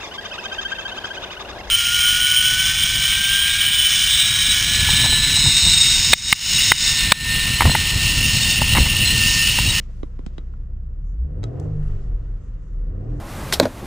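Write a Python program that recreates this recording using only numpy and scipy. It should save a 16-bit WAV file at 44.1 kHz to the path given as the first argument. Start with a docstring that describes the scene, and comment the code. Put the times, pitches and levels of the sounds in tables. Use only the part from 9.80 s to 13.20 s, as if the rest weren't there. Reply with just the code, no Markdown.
"""Revving a parked six-cylinder

From the driver's seat, a petrol engine idles, is revved, sinks and is revved again.
Sines at multiples of the shaft speed boom in the closed cabin, over low noise.
The intake roars with noise and a gliding comb of half orders; brighter noise is valve and belt whirr.
Close by, plastic clicks (noise snaps and decaying sines) over a soft rustling hiss.
Car-body resonances, as wandering sines, swell as the revs rise and sink."""
import sys
import numpy as np
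from scipy.fft import rfft, irfft, next_fast_len
from scipy.io import wavfile
from scipy.ndimage import map_coordinates

SR = 44100
rng = np.random.default_rng(int(sys.argv[2]) if len(sys.argv) > 2 else 0)


def unload_wav(signal):
    """Save mono or channel-first audio to the path in sys.argv[1] as 16-bit WAV at rate SR, clipped to [-1, 1]."""
    wavfile.write(
        sys.argv[1],
        SR,
        np.round(np.clip(np.atleast_2d(signal).T, -1, 1) * 32767).astype(np.int16),
    )


N = 149940  # samples, 3.4 s


def amp(db):
    """Decibels to a linear gain."""
    return 10 ** (np.asarray(db) / 20)


def unit(x):
    """x scaled to rms 1."""
    return x / np.sqrt(np.mean(x ** 2) + 1e-20)


def along(points, hz):
    """Read (frequency, value) points on a log-frequency axis."""
    f, v = np.transpose(points)
    return np.interp(np.log(hz + 1), np.log(f + 1), v)


def curve(rows, column=1):
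    """One column of a timed table, one value per sample."""
    columns = np.transpose(rows)
    return np.interp(np.arange(N) / SR, columns[0], columns[column])


def wobble(rate):
    """A smooth random curve, rate knots a second."""
    knots = rng.standard_normal(int(N * rate / SR) + 4)
    return map_coordinates(knots, [np.arange(N) * rate / SR])


def filtered(x, response):
    """x with its spectrum multiplied by a response of frequency."""
    n = x.shape[-1]
    m = next_fast_len(n + 8192)
    spectrum = rfft(x, m) * response(np.fft.rfftfreq(m, 1 / SR))
    return irfft(spectrum, m)[..., :n]


def pan(db):
    """Left and right gains for a left-minus-right level."""
    return amp(np.array([[.5], [-.5]]) * db)


def cycles(hz):
    """Running count of cycles of a gliding frequency."""
    return np.cumsum(hz) / SR


# stereo width of the noises: (frequency [Hz], left-right likeness [0-1])
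ALIKE = [(30, .98), (130, .9), (250, .5), (500, .3), (1000, .33), (4000, .35), (10000, .6)]


def noise(colour, size=N):
    """Coloured stereo noise of rms 1, nearly mono in the bass: a shared mid plus an opposed side."""
    turn = lambda hz: np.arccos(np.clip(along(ALIKE, hz), -1, 1)) / 2
    shape = lambda hz: amp(along(colour, hz)) * [np.cos(turn(hz)), np.sin(turn(hz))]
    mid, side = filtered(rng.standard_normal((2, size)), shape)
    return unit(np.array([mid + side, mid - side]))


def band(centre_hz, octaves):
    """Stereo noise of rms 1 in a bell-shaped band."""
    bell = lambda hz: np.exp(-.5 * (np.log2((hz + 1) / centre_hz) / octaves) ** 2)
    return unit(filtered(rng.standard_normal((2, N)), bell))


FIRINGS_PER_TURN = 3
FIRING_DB, FIRING_UNSTEADY_DB = 3.5, 1  # lift and flutter of the firing note
ORDER_JITTER = .012  # turns of phase wander per dB of unsteadiness
# engine load: (time [s], load [dB])
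LOAD = [(0, -10), (1.1, -5.5), (1.28, -5.5), (1.44, -7), (1.65, 7), (1.86, -1.5), (2.0, -3), (2.2, -10.5),
        (2.5, -14.5), (2.8, -10), (2.95, -7.5), (3.25, 4.5), (3.4, 0)]
# the revs: (time [s], firing rate [per second], firing-note level before its lift [dB])
REVS = [(0, 29.2, -32.5), (1.1, 30.7, -31.5), (1.22, 37.2, -27), (1.3, 38.6, -24.5), (1.36, 50, -26.5),
        (1.44, 66, -19.5), (1.51, 75.7, -38.5), (1.624, 104, -28), (1.73, 126.6, -32), (1.82, 149.5, -31.5),
        (1.904, 154, -30), (2.02, 148.6, -27), (2.22, 133.3, -41), (2.45, 108, -37), (2.75, 78.4, -50.5),
        (2.93, 65.7, -40), (3.06, 78, -42), (3.15, 89, -30.5), (3.29, 117.5, -30.5), (3.4, 127, -33.5)]
# the other crankshaft orders: (multiple of shaft speed, level [dB], share of the load [0-1],
# rise [dB per doubling of speed], unsteadiness [dB])
ORDERS = [(1, -42, 0, 3.5, 6.5), (1.5, -40.5, 0, 1.5, 5), (2, -47, 0.06, 8, 3.9), (2.5, -50.5, 1, 0, 7.5),
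          (4, -53, 0.8, 1.5, 5.5), (4.5, -50.5, 0, 0, 8.5), (6, -23, 0.95, -10.5, 1.5),
          (9, -42.5, 0.6, 1, 5)]
# how the cabin passes the orders: (frequency [Hz], gain [dB])
CABIN = [(12, -24), (23, -10), (31, -4), (37, 6.5), (47, 3), (62, -1.5), (80, -7), (105, 2.5), (130, -10),
         (153, 0), (190, -3), (235, -17.5), (285, -13.5), (500, -14), (900, -44)]


def boom(firing_hz, octaves):
    """The firing note, and weaker shaft orders shaped by load, speed and the cabin resonances they cross."""
    shaft_hz = firing_hz / FIRINGS_PER_TURN
    turns, load_db = cycles(shaft_hz), curve(LOAD)
    firing_db = curve(REVS, column=2) + FIRING_DB + FIRING_UNSTEADY_DB * wobble(20)
    out = -amp(firing_db) * np.cos(2 * np.pi * FIRINGS_PER_TURN * turns)
    for multiple, db, share, rise_db, unsteady_db in ORDERS:
        level = db + share * load_db + rise_db * octaves
        level = level + along(CABIN, multiple * shaft_hz) + unsteady_db * wobble(13)
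        jitter = ORDER_JITTER * unsteady_db * wobble(11)
        out -= amp(level) * np.cos(2 * np.pi * (multiple * turns + jitter))
    return out


RUMBLE_DB, RUMBLE_DB_PER_OCTAVE, RUMBLE_LOAD_SHARE = -38, 1.5, 0.25
# tone of the rumble: (frequency [Hz], level [dB])
RUMBLE_COLOUR = [(12, -21), (22, -2), (38, 3), (55, -11), (75, -4), (100, -3), (130, -6.5), (160, -7),
                 (200, -14), (260, -26.5), (400, -83)]


def rumble(octaves):
    """Low noise that follows speed and, in part, load."""
    level = RUMBLE_DB + RUMBLE_DB_PER_OCTAVE * octaves + RUMBLE_LOAD_SHARE * curve(LOAD)
    return amp(level) * noise(RUMBLE_COLOUR)


# resonances of the intake: (frequency [Hz], level [dB])
ROAR_COLOUR = [(130, -17.5), (200, -5), (235, -7.5), (283, 2), (330, -2), (400, 0), (440, -4.5),
               (500, -0.5), (550, -10), (690, -9.5), (830, -18.5), (930, -25), (1100, -24.5), (1800, -71)]


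def intake_comb(shaft_hz, count=40):
    """Unequal cylinders give a comb of half orders, which glides through the intake's resonances."""
    turns, out = cycles(shaft_hz), np.zeros((2, N))
    for order in np.arange(count) / 2 + FIRINGS_PER_TURN:
        phase = rng.uniform(0, 2 * np.pi) + rng.standard_normal((2, 1)) + .5 * wobble(10)
        level = along(ROAR_COLOUR, order * shaft_hz) + 3.6 * wobble(20)
        out += amp(level) * np.cos(2 * np.pi * order * turns + phase)
    return unit(out)


ROAR_DB, ROAR_TONE_DB = 3.5, -1  # lift of the roar; comb against the rush of air
ROAR_PULSING, CYLINDER_UNEVEN = 0.095, 0.24  # depth of the firing beat and of the once-a-turn throb
# the intake roar: (time [s], level before its lift [dB])
ROAR = [(0, -57.5), (.6, -56.5), (1.0, -60), (1.38, -59), (1.52, -50.5), (1.66, -44), (1.86, -38.5),
        (1.92, -47), (2.05, -50), (2.2, -52), (2.36, -52.5), (2.62, -58), (2.85, -60.5), (3.03, -54.5),
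        (3.12, -50.5), (3.3, -44), (3.4, -46.5)]


def roar(firing_hz):
    """Rushing air that beats with the firings and throbs once a turn, blended with the intake comb."""
    shaft_hz = firing_hz / FIRINGS_PER_TURN
    beat = np.cos(2 * np.pi * cycles(firing_hz))
    throb = np.cos(2 * np.pi * cycles(shaft_hz))
    rush = noise(ROAR_COLOUR) * (1 + ROAR_PULSING * beat + CYLINDER_UNEVEN * throb)
    return amp(curve(ROAR) + ROAR_DB) * unit(rush + amp(ROAR_TONE_DB) * intake_comb(shaft_hz))


WHIRR_DB, WHIRR_PULSING = 2, 0.12  # lift; depth of the firing beat
# valve and belt noise: (time [s], level before its lift [dB])
WHIRR = [(0, -66), (.68, -69), (1.05, -71.5), (1.35, -70.5), (1.6, -65), (1.82, -57.5), (1.94, -63),
         (2.07, -58), (2.17, -62), (2.6, -66), (3.08, -66), (3.4, -59.5)]
# tone of the valves and belt: (frequency [Hz], level [dB])
WHIRR_COLOUR = [(450, -25), (800, -8.5), (930, -0.5), (1100, 1), (1300, 2), (1700, -4.5), (1900, -3),
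                (2300, -16.5), (2850, -12.5), (3400, -30.5), (5000, -43.5)]


def whirr(firing_hz):
    """Valve and belt noise, pulsing lightly with the firings."""
    beat = np.cos(2 * np.pi * cycles(firing_hz))
    return amp(curve(WHIRR) + WHIRR_DB) * unit(noise(WHIRR_COLOUR) * (1 + WHIRR_PULSING * beat))


def engine():
    """Every engine layer driven by one slightly unsteady firing rate."""
    firing_hz = curve(REVS) * (1 + 0.0044 * wobble(9))
    octaves = np.log2(firing_hz / firing_hz[0])  # speed above the opening idle
    return boom(firing_hz, octaves) + rumble(octaves) + roar(firing_hz) + whirr(firing_hz)


HISS_DB = 1  # lift of the hiss
# the treble hiss: (time [s], level before its lift [dB])
HISS = [(0.0, -63), (0.15, -68), (0.23, -73.5), (0.57, -71), (0.78, -77), (0.94, -80.5), (1.22, -80.5),
        (1.44, -80), (1.66, -75), (1.8, -70), (2.01, -69), (2.11, -64.5), (2.32, -72), (3.14, -76.5),
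        (3.38, -69)]
# tone of the hiss: (frequency [Hz], level [dB])
HISS_COLOUR = [(900, -15), (2000, 2), (3000, 0.5), (4000, -4), (5200, -4.5), (6800, -6), (7900, -9),
               (8600, -20.5), (11000, -19), (13500, -32)]
# soft brushes: (peak time [s], bell length, one sigma [s], level [dB], centre [Hz], bell width [octaves])
SWISHES = [(0.202, 0.075, -69.5, 5500, 0.62), (1.293, 0.036, -72, 6370, 0.2),
           (1.838, 0.024, -70, 6680, 0.21), (2.057, 0.042, -70, 6400, 0.73),
           (2.231, 0.024, -70.5, 5190, 0.46), (2.651, 0.04, -73, 6700, 0.22),
           (2.87, 0.055, -74, 6500, 0.23), (3.39, 0.035, -69, 6590, 0.41)]


def rustle():
    """A faint, grainy hiss with a few brushing swells of band noise."""
    t = np.arange(N) / SR
    out = amp(curve(HISS) + HISS_DB + 1.2 * wobble(70)) * noise(HISS_COLOUR)
    for peak, length, db, centre_hz, width in SWISHES:
        swell = np.exp(-.5 * ((t - peak) / length) ** 2)
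        out += amp(db) * swell * band(centre_hz, width)
    return out


SNAP_RISE_S, SNAP_T60 = 0.00064, 0.011  # seconds
CABIN_T60, CABIN_DB = 0.15, -25.5  # cabin tail [s], level against the snap [dB]
KNOCK_PAN_DB = -10  # left minus right
SKEW = 1  # radians, added on the left and taken off on the right
# plastic clicks: (time [s], snap level [dB], ring over the snap [dB], clack level [dB], clack pitch [Hz],
# clack t60 [s], knock level [dB], knock pitch [Hz], brightness [dB per octave], left minus right [dB])
CLICKS = [(0.2309, -37.5, 5, -29, 1000, .005, -23.5, 299, -8, 4.5),
          (0.3907, -46, 3, -34, 1090, .007, -29.5, 264, -6.5, 4.5),
          (0.4632, -32, -3, -21, 750, 0.0039, -23, 183, 0, 5),
          (0.581, -34.5, 8.5, -42, 1200, 0.0056, -31.5, 321, -5, 6),
          (.738, -60.5, -8, -34, 1397, 0.0075, -62, 388, -13, 5),
          (1.631, -35, 4, -42, 1280, .03, -36.5, 301, -5, -4.5),
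          (1.6386, -30, 7.5, -36, 1284, 0.077, -33, 413, 1, 4.5),
          (1.798, -42, -21, -48.5, 5960, 0.022, -63, 302, 10.5, 3.5)]
# tone of the snap: (frequency [Hz], level [dB])
SNAP_COLOUR = [(500, -29.5), (1000, -0.5), (1280, 3.5), (1600, -7.5), (2050, 0.5), (2500, -4.5),
               (3200, 0.5), (3900, -0.5), (4300, -5), (6300, -7), (8000, -11), (9500, -26), (13000, -30)]
# ringing modes of the plastic: (frequency [Hz], level before the click's ring setting [dB], t60 [s])
TRIM = [(2000, -22, 0.032), (3280, -20, 0.02), (3855, -11, 0.027), (6120, -20, 0.015)]
# modes of the knock: (multiple of the knock pitch, level against the knock setting [dB], t60 [s])
KNOCK_MODES = [(.65, -12, 0.069), (1, 1.5, 0.05), (1.4, 1, 0.022), (1.9, -5.5, 0.027), (2.7, -13.5, 0.018),
               (3.8, -13.5, 0.027)]


def clicks():
    """Each click is a short snap with a brief cabin tail, a ring of the plastic, a hollow clack and a dull knock."""
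    out, t = np.zeros((2, N + SR)), np.arange(SR // 6) / SR
    fade = lambda t60: amp(-60 * t / t60)
    skew = SKEW * np.array([[1], [-1]])
    rise = 1 - np.exp(-t / SNAP_RISE_S)
    for (start, snap_db, ring_db, clack_db, clack_hz, clack_t60,
         knock_db, knock_hz, bright_db, side_db) in CLICKS:
        snap = noise(SNAP_COLOUR, size=len(t)) * (fade(SNAP_T60) + amp(CABIN_DB) * fade(CABIN_T60))
        ring = np.zeros((2, len(t)))
        for hz, db, t60 in TRIM:
            phase = rng.normal(0, 1.0, (2, 1))
            ring += amp(db + ring_db) * fade(t60) * np.sin(2 * np.pi * hz * t + phase)
        # brightness tilts the snap and ring around 3.5 kHz
        tilt = lambda hz: amp(bright_db * np.log2(np.clip(hz, 1000, 10000) / 3500))
        top = filtered((snap + ring) * rise, tilt)
        clack = amp(clack_db) * fade(clack_t60) * np.sin(2 * np.pi * clack_hz * t + skew)
        knock = np.zeros((2, len(t)))
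        for i, (multiple, db, t60) in enumerate(KNOCK_MODES):
            phase = i * np.pi + skew  # neighbouring modes start in opposite phase
            knock += amp(db) * fade(t60) * np.sin(2 * np.pi * multiple * knock_hz * t + phase)
        low = (amp(knock_db) * pan(KNOCK_PAN_DB) * knock + clack) * rise
        out[:, round(start * SR):][:, :len(t)] += amp(snap_db) * pan(side_db) * top + low
    return out[:, :N]


DRONE_UNSTEADY_DB = 1.6
# car-body resonances the engine shakes: (pitch [Hz], pitch wander [Hz], start [s], loudest [s], end [s],
# level [dB])
DRONES = [(151.4, 1.7, 1.42, 1.5, 1.59, -34), (42, 1.8, 1.4, 1.63, 1.69, -23.5),
          (22.9, 1.19, 1.88, 2, 2.62, -20), (41.18, 1.92, 2.02, 2.56, 2.57, -22.5),
          (35.83, 0.72, 2.58, 2.97, 3.348, -18.5), (151, 2, 2.93, 3.03, 3.11, -35),
          (283, 8, 2.98, 3.366, 3.6, -39)]


def drones():
    """As the revs rise and sink, body resonances swell and fade as wandering sines."""
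    t, out = np.arange(N) / SR, np.zeros(N)
    for hz, wander_hz, start, loudest, end, db in DRONES:
        swell = np.interp(t, [start, loudest, end], [0, 1, 0])
        level = amp(db + DRONE_UNSTEADY_DB * wobble(9.873))
        out += swell * level * np.sin(2 * np.pi * cycles(hz + wander_hz * wobble(13)))
    return out


# stereo lean of the cabin sound: (frequency [Hz], left minus right [dB])
LEAN = [(60, 0.3), (130, -0.5), (280, 0.5), (900, 0), (2000, 1), (8000, 2.5)]


def scene():
    """Engine, body and rustle fill the cabin; the clicks are close by."""
    cabin = engine() + drones() + rustle()
    return filtered(cabin, lambda hz: pan(along(LEAN, hz))) + clicks()


TOP_HZ = 13600


def record(dry):
    """A sharp band limit keeps only what lies below TOP_HZ."""
    return filtered(dry, lambda hz: hz < TOP_HZ)


dry = scene()
out = record(dry)
unload_wav(out)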